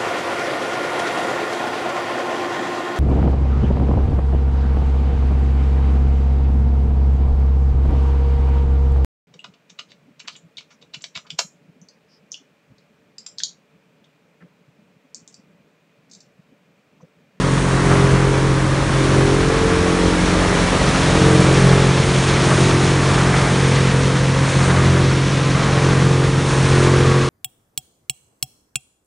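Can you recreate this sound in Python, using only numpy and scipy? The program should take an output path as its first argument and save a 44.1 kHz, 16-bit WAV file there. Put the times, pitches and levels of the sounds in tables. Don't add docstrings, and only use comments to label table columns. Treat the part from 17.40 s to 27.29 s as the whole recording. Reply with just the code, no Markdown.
import sys
import numpy as np
from scipy import signal
from scipy.fft import rfft, irfft
from scipy.io import wavfile

SR = 44100
rng = np.random.default_rng(int(sys.argv[2]) if len(sys.argv) > 2 else 0)


def output_pcm(signal):
    pcm = np.clip(np.atleast_2d(signal).T, -1, 1) * 32767
    wavfile.write(sys.argv[1], SR, np.round(pcm).astype(np.int16))


N = 436149
TIME = np.arange(N) / SR
FFT_SIZE = 2 ** 19
CONTROL_STEP = 100
HALL_T60_S = 0.82
CHAMBER_PASS_S, CHAMBER_REACH_S = 3.66, 1.34
CHUTE_PASS_S, CHUTE_REACH_S = 6.18, 0.33
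CORNER_S, CONVEYOR_S, TURN_S = 4.166, 6.33, 0.77


def from_db(db):
    return 10 ** (np.asarray(db) / 20)


def rms_one(x):
    return x / np.sqrt(np.mean(np.abs(x) ** 2) + 1e-20)


def at_hz(points, hz):
    known_hz, level_db = np.transpose(points)
    return np.interp(np.log(hz + 1e-9), np.log(known_hz), level_db)


def coloured(x, spectrum):
    gain = from_db(at_hz(spectrum, np.fft.rfftfreq(FFT_SIZE, 1 / SR)))
    filtered = irfft(rfft(x, FFT_SIZE) * gain)
    return rms_one(filtered[:N])


def drift(rate_hz):
    pole = np.exp(-2 * np.pi * rate_hz * CONTROL_STEP / SR)
    noise = rng.standard_normal(N // CONTROL_STEP + 2002)
    slow = signal.lfilter([1], [1, -2 * pole, pole * pole], noise)[2000:]
    return np.interp(np.arange(N) / CONTROL_STEP, np.arange(len(slow)), rms_one(slow))


def grains(per_s, spread_db):
    sizes = from_db(spread_db * np.minimum(rng.exponential(1, N), 4))
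    signs = rng.choice([-1, 1], N)
    return rms_one(sizes * signs * (rng.random(N) < per_s / SR))


def hall(x, direct_db):
    keep = from_db(-120 / (HALL_T60_S * SR))
    energy, _ = signal.lfilter([1 - keep], [1, -keep], x ** 2, zi=[1])
    return from_db(direct_db) * x + np.sqrt(energy) * rng.standard_normal(N)


def swell(start_s, length_s, attack_s, release_s):
    end_s = start_s + max(length_s, attack_s) + release_s
    return np.clip(np.minimum((TIME - start_s) / attack_s, (end_s - TIME) / release_s), 0, 1)


def passing(closest_s, reach_s):
    return 1 / (1 + ((TIME - closest_s) / reach_s) ** 2)


def turned(start_s):
    return np.clip((TIME - start_s) / TURN_S, 0, 1)


def partial(turn, order, scatter, walk_hz):
    angle = 2 * np.pi * order * turn
    in_phase = (1 + scatter * drift(walk_hz)) * np.cos(angle)
    quadrature = scatter * drift(walk_hz) * np.sin(angle)
    return rms_one(in_phase + quadrature)


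def cut_strength(turn, uneven_db):
    cuts = rng.standard_normal(1000)
    return rms_one(from_db(uneven_db * np.interp(turn, np.arange(len(cuts)), cuts)))


# f/Hz, level/dB rms
MOTOR_TONES = [(53.5, -41.5), (99.8, -36.5), (156, -32.5), (164, -46), (206, -43.5), (300, -40.5),
               (399, -44.5), (531, -44)]


def motors():
    return sum(from_db(db) * partial(hz * TIME, 1, scatter=.9, walk_hz=0.6) for hz, db in MOTOR_TONES)


# multiple of cutting rate, t/s, half width/s, level/dB
STANDING_WAVES = [(2, 4.8, .25, -6), (2, 7.45, .25, 5), (3, 2.68, .76, -15), (3, 4.24, .45, 2.5),
                  (4, 1.5, .5, -13), (4, 9.45, .6, -8), (6, 1.22, .37, -12), (6, 4.37, .42, -7),
                  (7, 3.33, .28, -11), (7, 4.45, .28, -14), (7, 6.37, .32, -12), (7, 9.69, .21, -7),
                  (8, 1.8, .2, 4), (8, 6.87, .65, -11), (8, 8.28, .4, -7), (8, 3.0, .2, -5),
                  (9, 2.65, .35, -8), (9, 3.9, .24, -9), (9, 5.64, .77, 5.5), (10, 0.0, .2, 8),
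                  (10, 1.06, .24, 7), (10, 1.45, .18, -10), (10, 2.3, .46, 13), (10, 3.88, .19, 8),
                  (10, 5.26, .24, -7), (10, 7.38, .44, -13), (11, 1.27, .18, -12), (11, 4.91, .15, -12),
                  (11, 6.55, .25, 4)]


def hum_gain(row, load, near):
    multiple, idle_db, load_db, near_db, corner_db = row
    standing_db = sum(db * np.exp(-((TIME - s) / width_s) ** 2)
                      for k, s, width_s, db in STANDING_WAVES if round(k) == round(multiple))
    walk_db = near_db * near + corner_db * turned(CORNER_S)
    return from_db(idle_db + load_db * load + walk_db + standing_db)


HOPPER_HUM = [(1, -28, 1, 1.2, -8.5), (2, -34.5, 7, 2.9, 2), (3, -18.5, 4, -3, -.4),
              (4, -26.5, 4, 2.5, -2.5), (5, -41, 4, 1, 4.5)]


def hopper(turn, load, near):
    hum = 0
    for row in HOPPER_HUM:
        k = round(row[0])
        if k == 3:
            wave = partial(turn, k, scatter=0.074, walk_hz=0.85)
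        else:
            lag_turns = 0.14 * drift(0.26) / k
            wave = partial(turn + lag_turns, k, scatter=.13, walk_hz=1.7)
        hum = hum + hum_gain(row, load, near) * wave
    return hum * cut_strength(turn, uneven_db=1.36)


PANEL_HUM = [(6, -28.5, .1, -1.5, -4), (7, -33.5, 5.8, 7.5, -1), (8, -35, 6.1, 2.5, 4.5),
             (9, -32, 9.9, 0.7, -8.5), (10, -41, 4.6, 7.4, 7.5), (11, -37, 5.2, -1, 1.5),
             (12, -35.5, 1, 3, -3.5)]


def housing(turn, load, near, strength):
    panels = 0
    for row in PANEL_HUM:
        wave = partial(turn + rng.random(), round(row[0]), scatter=.12, walk_hz=1.9)
        panels = panels + hum_gain(row, load, near) * wave
    return panels * strength


# f/Hz, level/dB per Hz
RUMBLE_TONE = [(15, -18), (34, -21), (48, 4.5), (75, 5.5), (120, 3.5), (165, 7), (230, 2), (320, 0),
               (450, -5), (700, -23)]


def frame_rumble(crushed, near):
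    level_db = -25.0 + 2.4 * crushed + 4.9 * near
    return from_db(level_db) * coloured(rng.standard_normal(N), RUMBLE_TONE)


# f/Hz, level/dB
BUZZ_LINES = [(540, -7), (620, -22), (800, -20), (1000, -17), (1120, -18), (1250, -19.5), (1480, -27),
              (1630, -21), (1800, -26), (2200, -19)]


def knives(turn):
    multiples = np.arange(13, 44)
    mean_cuts_per_s = turn[-1] / TIME[-1]
    levels_db = at_hz(BUZZ_LINES, multiples * mean_cuts_per_s)
    return sum(from_db(db) * partial(turn + rng.random(), k, scatter=3.2, walk_hz=1.9)
               for k, db in zip(multiples, levels_db))


# f/Hz, level/dB per Hz
GRINDING_TONE = [(250, -15), (450, -1), (600, -1), (800, -3), (1150, 0), (1450, -1.8), (1700, -3),
                 (2200, -7.5), (2800, -15.5), (4500, -34)]


def grinding(turn, crushed, near):
    level_db = -26.4 + 3.9 * crushed + 3.0 * near - 0.25 * turned(CORNER_S)
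    cut_db = 1.4 * np.cos(2 * np.pi * turn) + 1.8 * drift(25)
    crush = hall(from_db(cut_db) * grains(per_s=4000, spread_db=4.0), direct_db=-1)
    return from_db(level_db) * (from_db(-0.45) * coloured(crush, GRINDING_TONE) + knives(turn))


# t/s, length/s, level/dB
SPILLS = [(-0.1, .6, -40.5), (1.33, 0.43, -45), (3.58, 0.59, -41), (4.58, 0.27, -37), (4.983, 0.28, -35.5),
          (5.37, .11, -34.5), (5.638, 0.51, -37.5), (6.22, 0.55, -41.5), (7.027, 0.24, -36),
          (9.023, 0.39, -35.5)]
SPILL_ATTACK_S, SPILL_RELEASE_S = 0.068, 0.21


def spill_power():
    return sum((from_db(db) * swell(s, length_s, SPILL_ATTACK_S, SPILL_RELEASE_S)) ** 2
               for s, length_s, db in SPILLS)


# f/Hz, level/dB per Hz
CRACKING_TONE = [(1200, -9.5), (2300, 1.5), (2900, -0.5), (3400, 0), (4400, -3), (4950, -7), (5300, -4),
                 (6300, -6), (7100, -10.5), (8200, -15.5), (12000, -44)]


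def cracking(turn, crushed, near, spills):
    level_db = -33.4 + 2.0 * crushed + 7.3 * near + 2.7 * turned(CORNER_S)
    revolution = np.cos(2 * np.pi * turn / 3)
    snaps_per_s = 2500 * from_db(3 * drift(20) + 2.2 * revolution)
    snaps = hall(grains(snaps_per_s, spread_db=3.0), direct_db=-3.0)
    level = np.hypot(from_db(level_db), from_db(1.0) * np.sqrt(spills))
    return level * coloured(snaps, CRACKING_TONE)


# f/Hz, level/dB per Hz
FLAKE_TONE = [(4500, -14), (6500, 8.5), (7700, 2.5), (8500, 8), (12500, -8)]


def flakes(near, spills):
    trickle_db = -50 + 5 * near + 3 * turned(CORNER_S)
    shower = hall(grains(per_s=5000 * from_db(4.5 * drift(13)), spread_db=5.0), direct_db=-2.0)
    return np.sqrt(from_db(trickle_db) ** 2 + spills) * coloured(shower, FLAKE_TONE)


# f/Hz, level/dB per Hz
CHUTE_TONE = [(1100, -24), (1500, -5.5), (1900, -0.5), (2350, -3.5), (2750, -17.5), (3300, -13.5),
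              (4500, -31)]


def chute(near):
    tumbling = hall(grains(per_s=1800 * from_db(3.7 * drift(22)), spread_db=5.5), direct_db=-4.5)
    from_chamber = from_db(-45 + 12 * near)
    from_foot = from_db(-30.5) * np.sqrt(passing(CHUTE_PASS_S, CHUTE_REACH_S))
    return np.hypot(from_chamber, from_foot) * coloured(tumbling, CHUTE_TONE)


# f/Hz, level/dB per Hz
CRUNCH_TONE = [(400, -30), (600, 3), (720, -2.5), (900, -5.5), (1100, -10.5), (1500, -24)]


def chamber_crunch(crushed, near):
    lumps = hall(grains(per_s=900, spread_db=3), direct_db=4)
    return from_db(-28.5 + 9.7 * crushed) * near * coloured(lumps, CRUNCH_TONE)


def conveyor_whine(turn, load, strength):
    level = from_db(-44.5 + 9.0 * load) * turned(CONVEYOR_S)
    return level * partial(turn, order=25, scatter=.6, walk_hz=2.54) * strength


# t/s, feeding time/s, rotor load (1 = full bite), amount crushed (1 = full bite)
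BITES = [(0.28, 0.37, 1.14, 1.03), (0.72, 0.3, 0.56, .15), (1.47, 0.37, 1.16, 0.63),
         (1.95, 1.087, 0.64, 0.098), (3.56, 0.797, 1.04, 0.21), (4.92, .37, .95, 0.88),
         (5.4, 0.73, 0.34, 0.75), (6.04, 0.725, 0.604, 0.25), (6.99, 0.55, 1.07, 0.72),
         (8.17, .5, 0.95, 0.58), (9.09, 0.57, 1.345, 0.95)]
BITE_ATTACK_S, BITE_RELEASE_S = .36, 0.3487
CRUSH_LEAD_S = 0.09


def feed():
    load = sum(share * swell(s, length_s, BITE_ATTACK_S, BITE_RELEASE_S)
               for s, length_s, share, _ in BITES)
    crushed = sum(share * swell(s - CRUSH_LEAD_S, length_s, BITE_ATTACK_S, BITE_RELEASE_S)
                  for s, length_s, _, share in BITES)
    return load, crushed


IDLE_CUTS_PER_S, FULL_LOAD_SAG_CUTS_PER_S = 44.85, .16


def scene():
    load, crushed = feed()
    near = passing(CHAMBER_PASS_S, CHAMBER_REACH_S)
    turn = np.cumsum(IDLE_CUTS_PER_S - FULL_LOAD_SAG_CUTS_PER_S * load) / SR
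    strength = cut_strength(turn, uneven_db=1.0)
    spills = spill_power()
    machine = motors() + hopper(turn, load, near) + housing(turn, load, near, strength)
    machine = machine + frame_rumble(crushed, near)
    plastic = grinding(turn, crushed, near) + cracking(turn, crushed, near, spills) + flakes(near, spills)
    sound = machine + plastic + chute(near) + chamber_crunch(crushed, near)
    sound = sound + conveyor_whine(turn, load, strength)
    return np.array([sound, sound])


CUTOFF_HZ = 11150


def record(dry):
    lowpass = signal.cheby2(16, 70, CUTOFF_HZ, fs=SR, output="sos")
    return signal.sosfilt(lowpass, np.clip(dry, -1, 1))


dry = scene()
out = record(dry)
output_pcm(out)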